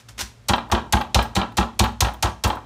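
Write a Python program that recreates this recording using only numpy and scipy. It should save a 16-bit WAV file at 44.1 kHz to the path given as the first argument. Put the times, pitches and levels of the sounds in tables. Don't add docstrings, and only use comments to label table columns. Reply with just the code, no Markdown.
import sys
import numpy as np
from scipy import signal
from scipy.fft import rfft, irfft
from scipy.io import wavfile
from scipy.ndimage import map_coordinates

SR = 44100
rng = np.random.default_rng(int(sys.argv[2]) if len(sys.argv) > 2 else 0)


def decibels_to_gain(level_db):
    exponent = np.asarray(level_db, float) / 20
    return 10 ** exponent


def file_out(sig):
    cols = np.atleast_2d(sig).T
    lim = np.clip(cols, -1, 1)
    pcm = np.round(lim * 32767).astype(np.int16)
    wavfile.write(sys.argv[1], SR, pcm)


N = 116865

# (time [s], peak level [dB], bright share [dB], rise [s], t60 [s])
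CRUNCHES = [
    (0.483, -8.5, -10.5, 0.0052, 0.067),
    (0.7149, -11, -12.5, 0.00096, 0.082),
    (0.9237, -6.5, -6, 0.0017, 0.035),
    (1.1444, 1, -13.5, 0.0022, 0.023),
    (1.349, -12.5, -13, 0.0076, 0.11),
    (1.5684, -11.5, -10, 0.0041, 0.1),
    (1.7903, -2.5, -12.5, 0.0047, 0.048),
    (2.0049, -3, -7.5, 0.002, 0.044),
    (2.224, -8, -9, 0.0034, 0.061),
    (2.437, -8, -10, 0.0018, 0.06),
]
# (time of deepest dip [s], counter level [dB], board re counter [dB], slap level [dB])
THUDS = [(0.5072, -15.5, -4.5, -7), (0.7365, -15, -4, -9), (0.9456, -12, -5, -15), (1.1654, -11, -9, -6),
         (1.3768, -16, -2, -14.5), (1.592, -15, -1, -15), (1.8142, -11.5, -5, -11.5),
         (2.0293, -12, -13, -12), (2.25, -15, -17.5, -15.5), (2.4602, -11.5, -11, -16)]


def rms_one(x):
    return x / np.sqrt(np.mean(x ** 2) + 1e-20)


def at_hz(points, hz):
    table_hz, value = np.array(points).T
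    return np.interp(np.log(hz), np.log(table_hz), value)


def coloured(x, spectrum):
    hz = np.fft.rfftfreq(len(x), 1 / SR) + 1
    gain = decibels_to_gain(at_hz(spectrum, hz)) * np.minimum(1, hz / spectrum[0][0]) ** 2
    return rms_one(irfft(rfft(x) * gain, len(x)))


def filtered(x, order, hz, kind="low"):
    return signal.sosfilt(signal.butter(order, hz, kind, fs=SR, output="sos"), x)


def envelope(start, rise, hold, t60):
    t = np.arange(N) / SR - start
    rise = max(rise, 1e-4)
    return np.clip(t / rise, 0, 1) ** 2 * decibels_to_gain(-60 * np.maximum(t - rise - hold, 0) / t60)


def ring(clicks, hz, t60):
    r, w = decibels_to_gain(-60 / (t60 * SR)), 2 * np.pi * hz / SR
    return signal.lfilter([0, np.sin(w)], [1, -2 * r * np.cos(w), r * r], clicks + 1e-18)


def clicks_at(s, db):
    out = np.zeros(N)
    index = np.clip((np.asarray(s) * SR).astype(int), 0, N - 1)
    np.add.at(out, index, decibels_to_gain(np.asarray(db)))
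    return out


def grains(spread_db):
    return rng.standard_normal(N) * decibels_to_gain(spread_db * np.minimum(rng.exponential(1, N), 5))


def bag():
    # (time [s], rise [s], level [dB], t60 [s])
    rustles = [
        (0.0, 0.00047, -48.5, 0.1),
        (0.082, 0.0055, -42, 0.12),
        (0.1755, 0.0054, -36, 0.35),
        (0.189, 0.0013, -34, 0.024),
        (0.185, 0.026, -24.5, 0.074),
        (1.218, 0.006, -41, 0.13),
        (2.468, 0.0082, -43, 0.22),
    ]
    # (frequency [Hz], level [dB per Hz])
    film = [(180, -18), (300, -12), (528, -14.5), (1030, -8), (1100, -11.5), (1510, -8), (6300, -9.5),
            (16000, -27)]
    # (frequency [Hz], level [dB per Hz])
    crunch_colour = [(240, -79), (400, -13), (777, -5.5), (1710, -9.5), (4440, -3), (4800, -7),
                     (6440, -3.5), (12500, -15), (16000, -17.5)]
    crunch_db, hold_s, split_hz = -8.5, 0.0015, 5500
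    settle_db, bright_settle_db, settle_t60_s = -13.5, -26.5, 0.11

    dull = filtered(coloured(grains(spread_db=5.0), crunch_colour), 2, split_hz)
    bright = rms_one(filtered(coloured(grains(spread_db=1.5), crunch_colour), 2, split_hz, "high"))
    out = 0
    for s, db, bright_db, rise, t60 in CRUNCHES:
        settle = envelope(s, rise, hold_s, settle_t60_s)
        dull_shape = envelope(s, rise, hold_s, t60) + decibels_to_gain(settle_db) * settle
        bright_shape = envelope(s, 0.5 * rise, 0.00042, t60) + decibels_to_gain(bright_settle_db) * settle
        burst = dull * dull_shape + decibels_to_gain(bright_db + 5) * bright * bright_shape
        out = out + decibels_to_gain(db + crunch_db) * burst
    handling = sum(decibels_to_gain(db) * envelope(s, rise, 0.003, t60) for s, rise, db, t60 in rustles)
    return out + handling * coloured(grains(spread_db=3.5), film)


def thuds():
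    # (frequency [Hz], level [dB], t60 [s], swell [s])
    low_modes = [(61.4, 0.5, 0.2, 0.0042), (103.7, -3.5, 0.19, 0.0049), (77.4, -1, 0.15, 0.016),
                 (201, 10, 0.11, 0.011), (231.2, -0.5, 0.32, 0.041), (343.8, 4.5, 0.079, 0.0085),
                 (236, -25, 0.41, 0.06)]
    cycles_to_dip = [.47, 1.58, 1.52, 1.67, 1.68, 2.6, 1.7]
    # (time of deepest dip [s], counter level [dB], board re counter [dB], slap level [dB])
    landing = (.230, -30, -12, 0)
    level_spread_db, pitch_spread = 2.0, 0.02

    out, t = np.zeros(N + SR), np.arange(SR // 2) / SR
    chance = rng.normal(0, 1, (len(THUDS) + 1, len(low_modes)))
    for (s, counter_db, board_db, _), vary in zip(list(THUDS) + [landing], chance):
        for k, (hz, db, t60, swell) in enumerate(low_modes):
            pitch = hz * (1 + pitch_spread * vary[k - 1])
            start = int((s - cycles_to_dip[k] / hz) * SR)
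            mode_db = counter_db + db + (k > 2) * board_db + level_spread_db * vary[k]
            level = decibels_to_gain(mode_db - 60 * t / t60) * (1 - np.exp(-t / swell))
            out[start:start + len(t)] += level * np.sin(2 * np.pi * pitch * t)
    return out[:N]


def board():
    # (time [s], peak level [dB], low ring re peak [dB])
    slaps = [(0.4962, -5, -13), (0.535, -2, 3.5), (0.5516, -30, -14), (0.581, -16, 8.5),
             (0.6996, -34, 18.5), (0.7207, -6.5, 2), (0.7492, -8.5, -6), (0.7816, -20, 6.5),
             (0.9338, -3, 4.5), (0.969, -11, 5), (1.0114, -10, 2), (1.091, -44, 8), (1.156, -15, 8.5),
             (1.1896, -5, 7.5), (1.2138, -15, 0), (1.254, -31.5, 16), (1.3635, -4, -5), (1.3937, -14, 5),
             (1.4151, -10, 1), (1.431, -19.5, 2), (1.52, -37, 10), (1.583, -4.5, 0.5), (1.6092, -11, -9),
             (1.6276, -16.5, 7.5), (1.803, -8, -4.5), (1.8385, -6.5, 5), (1.8562, -14.5, 10.5),
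             (1.8836, -35, 12), (1.929, -39, 0), (2.021, -11.5, -1), (2.0472, -8, 1.5), (2.069, -16, 9.5),
             (2.082, -20.5, 12), (2.142, -30.5, 11.5), (2.2315, -8, 4), (2.257, -12.5, 3.5),
             (2.271, -20, 12), (2.301, -39, 10), (2.447, -7, 6), (2.461, -26, 12), (2.5015, -12.5, 5),
             (2.53, -26, 15.5), (2.57, -36, 22.5)]
    # (level [dB], t60 [s])
    shakes = [(-11, 0.33), (-10, 0.27), (-14, 0.36), (-15.5, 0.38), (-9.5, 0.24), (-11, 0.26),
              (-11.5, 0.25), (-17, 0.28), (-12, 0.17), (-12, 0.37)]
    # (frequency [Hz], level [dB], t60 [s])
    board_low = [(601, -11.5, 0.23), (670, -9, 0.099), (703, -8, 0.086), (775, -5, 0.16), (836, 2.5, 0.13),
                 (877, -9, 0.35), (984, -3, .2), (1083, -8, 0.22), (1149, -14.5, 0.53), (1316, -5, 0.15),
                 (1318, -10, 0.072)]
    # (frequency [Hz], level [dB], t60 [s])
    long_ring = [(832, -22, 1.0), (856, -20, 1.1), (977, -22, .9)]
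    # (frequency [Hz], level [dB], t60 [s])
    board_high = [(1630, 0, 0.48), (1874, -1.5, 0.34), (2070, -11, 0.18), (2380, -3.5, 0.37),
                  (2690, -6, 0.36), (3220, 4, 0.15), (3670, -29, 0.11), (3890, 0, 0.18), (4580, -28, 0.051)]
    slap_db, slap_lead_s = -7.5, 0.011
    low_db, high_db, snap_db, crack_db, body_db = -15, -16, 10, -5.5, -21
    rattle_per_s, rattle_db, rumble_db = 1500, -26, 37
    chatter_s, detune, wood_top_hz = 0.0066, 0.015, 4170

    s, db, ring_db = np.transpose(slaps)
    blow_s, _, _, blow_db = np.transpose(THUDS)
    hit_s = blow_s - slap_lead_s
    shake = sum(decibels_to_gain(d) * envelope(t, 0.0063, 0.031, t60) for t, (d, t60) in zip(hit_s, shakes))
    rattle = decibels_to_gain(rattle_db) * shake * grains(spread_db=1.5) * (rng.random(N) < rattle_per_s / SR)

    crack = sum(decibels_to_gain(d + crack_db) * envelope(t, 0.0003, 0.00089, 0.037) for t, d in zip(s, db))
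    crack = crack * rng.standard_normal(N)
    body = sum(decibels_to_gain(d + body_db) * envelope(t, 0.00071, 0.004, 0.07) for t, d in zip(s, db + ring_db))
    body = body * rng.standard_normal(N)
    snap = clicks_at(s, db + snap_db)
    out = filtered(crack + 0.95 * rattle + snap, 2, [2250, 4600], "band")
    out = out + decibels_to_gain(-5.5) * filtered(crack + 0.8 * rattle + snap, 2, [1150, 2050], "band")
    out = out + filtered(3.8 * body + 1.5 * rattle, 2, [650, 1400], "band")
    out = out + decibels_to_gain(rumble_db) * filtered(rattle, 2, [130, 420], "band")

    chatter = decibels_to_gain(-60 * np.arange(600) / SR / (7 * chatter_s)) / np.sqrt(chatter_s * SR / 2)
    low_hits = clicks_at(s, db + ring_db + low_db) + clicks_at(hit_s, blow_db + slap_db)
    high_hits = clicks_at(s, db + high_db)
    starts = [int(row[0] * SR) for row in CRUNCHES] + [N]
    # (hits, modes, share of the listed t60 that the wood itself rings, rattle level [dB])
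    groups = ((low_hits, list(board_low) + list(long_ring), 0.19, 3.0),
              (high_hits, board_high, 0.086, -10.0))
    for hits, modes, t60_share, drive_db in groups:
        spread = signal.fftconvolve(hits, chatter)[:N]
        for hz, mode_db, t60 in modes:
            force = (spread + decibels_to_gain(drive_db) * rattle) * rng.standard_normal(N) + 0.37 * hits
            shifts = rng.normal(0, detune, len(CRUNCHES)) * min(1, 0.2 / t60)
            for a, b, shift in zip(starts, starts[1:], shifts):
                push = np.r_[force[a:b], np.zeros(SR // 5)]
                rung = ring(push, hz * (1 + shift), t60_share * t60)[:N - a]
                out[a:a + len(rung)] += decibels_to_gain(mode_db) * rung
    return filtered(out, 4, wood_top_hz)


def knife():
    # (time [s], peak level [dB], ring re peak [dB])
    ticks = [(0.561, -38, 5), (0.6903, -49, 4), (0.862, -60, 8), (1.011, -32, -7), (1.225, -25, -1),
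             (1.5194, -48, -13), (1.8385, -24, -14), (1.9194, -49, -17), (2.136, -33.5, -15),
             (2.4747, -24.5, 0), (2.553, -39, -5)]
    # (frequency [Hz], level [dB], t60 [s])
    blade = [(8160, -18, .12), (12700, -24, 0.1), (14900, -17, .1)]
    tick_db = -9.5

    s, db, ring_db = np.transpose(ticks)
    modes = sum(ring(clicks_at(s, db + ring_db + mode_db), hz, t60) for hz, mode_db, t60 in blade)
    scratch = sum(decibels_to_gain(d + tick_db) * envelope(t, 0.0007, 0.0011, 0.048) for t, d in zip(s, db))
    return modes + scratch * signal.lfilter([1, -0.55], [1], rng.standard_normal(N))


def kitchen(x):
    # (frequency [Hz], t60 [s])
    room_t60 = [(100, 0.73), (500, 0.32), (2000, 0.3), (6000, 0.28), (15000, 0.23)]
    edges = 25 * 2 ** np.arange(0, 9.6, 0.5)
    room_db, sway_s, sway_hz = -11, 1e-4, 30

    t, out = np.arange(SR // 2) / SR, np.zeros(N + SR)
    starts = [0] + [int(row[0] * SR) for row in CRUNCHES] + [N]
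    echo = 0
    for low, high in zip(edges, edges[1:]):
        noise = rng.standard_normal((len(starts) - 1, len(t)))
        decay = decibels_to_gain(-60 * t / at_hz(room_t60, np.sqrt(low * high)))
        echo = echo + filtered(noise, 2, [low, high], "band") * decay
    echo = echo * np.clip(t / 0.00062, 0, 1)
    for a, b, pattern in zip(starts, starts[1:], echo):
        wet = signal.fftconvolve(x[a:b], pattern / np.sqrt(np.sum(pattern ** 2)))
        out[a:a + len(wet)] += wet
    sway = sway_s * SR * rms_one(filtered(rng.standard_normal(N), 2, sway_hz))
    return decibels_to_gain(room_db) * map_coordinates(out, [np.arange(N) + sway], order=3)


def room_tone():
    # (frequency [Hz], level [dB per Hz])
    air = [(150, -40), (260, 8), (320, 0), (355, 7.5), (7120, -9), (16000, -27)]
    # (frequency [Hz], level [dB], width [Hz])
    fridge = [(58.3, -49, 3.3), (113.7, -50, 4.2), (219, -60.5, 25)]
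    air_db = -58

    out = decibels_to_gain(air_db) * coloured(rng.standard_normal(N), air)
    for hz, db, width in fridge:
        t60 = np.log(1000) / np.pi / width
        out = out + decibels_to_gain(db) * rms_one(ring(rng.standard_normal(N), hz, t60))
    return out


def scene():
    near = bag() + board() + knife()
    low = thuds()
    echo = kitchen(near + 0.3 * low)
    return (near + low + echo + room_tone())[None]


def band_limit(x):
    return signal.sosfilt(signal.butter(12, 16990, fs=SR, output="sos"), x)


def record(dry):
    mic_low_hz, ceiling, cutoff_hz = 40, 0.72, 16900
    top_hz, above_top_db = 16000, -20

    x = filtered(dry, 4, mic_low_hz, "high")
    x = ceiling * np.tanh(x / ceiling)
    x = signal.sosfilt(signal.cheby2(10, 60, cutoff_hz, fs=SR, output="sos"), x)
    below = signal.sosfilt(signal.cheby2(16, 50, top_hz, fs=SR, output="sos"), x)
    above = filtered(x, 8, top_hz, "high")
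    return band_limit(below + decibels_to_gain(above_top_db) * above)


dry = scene()
out = record(dry)
file_out(out)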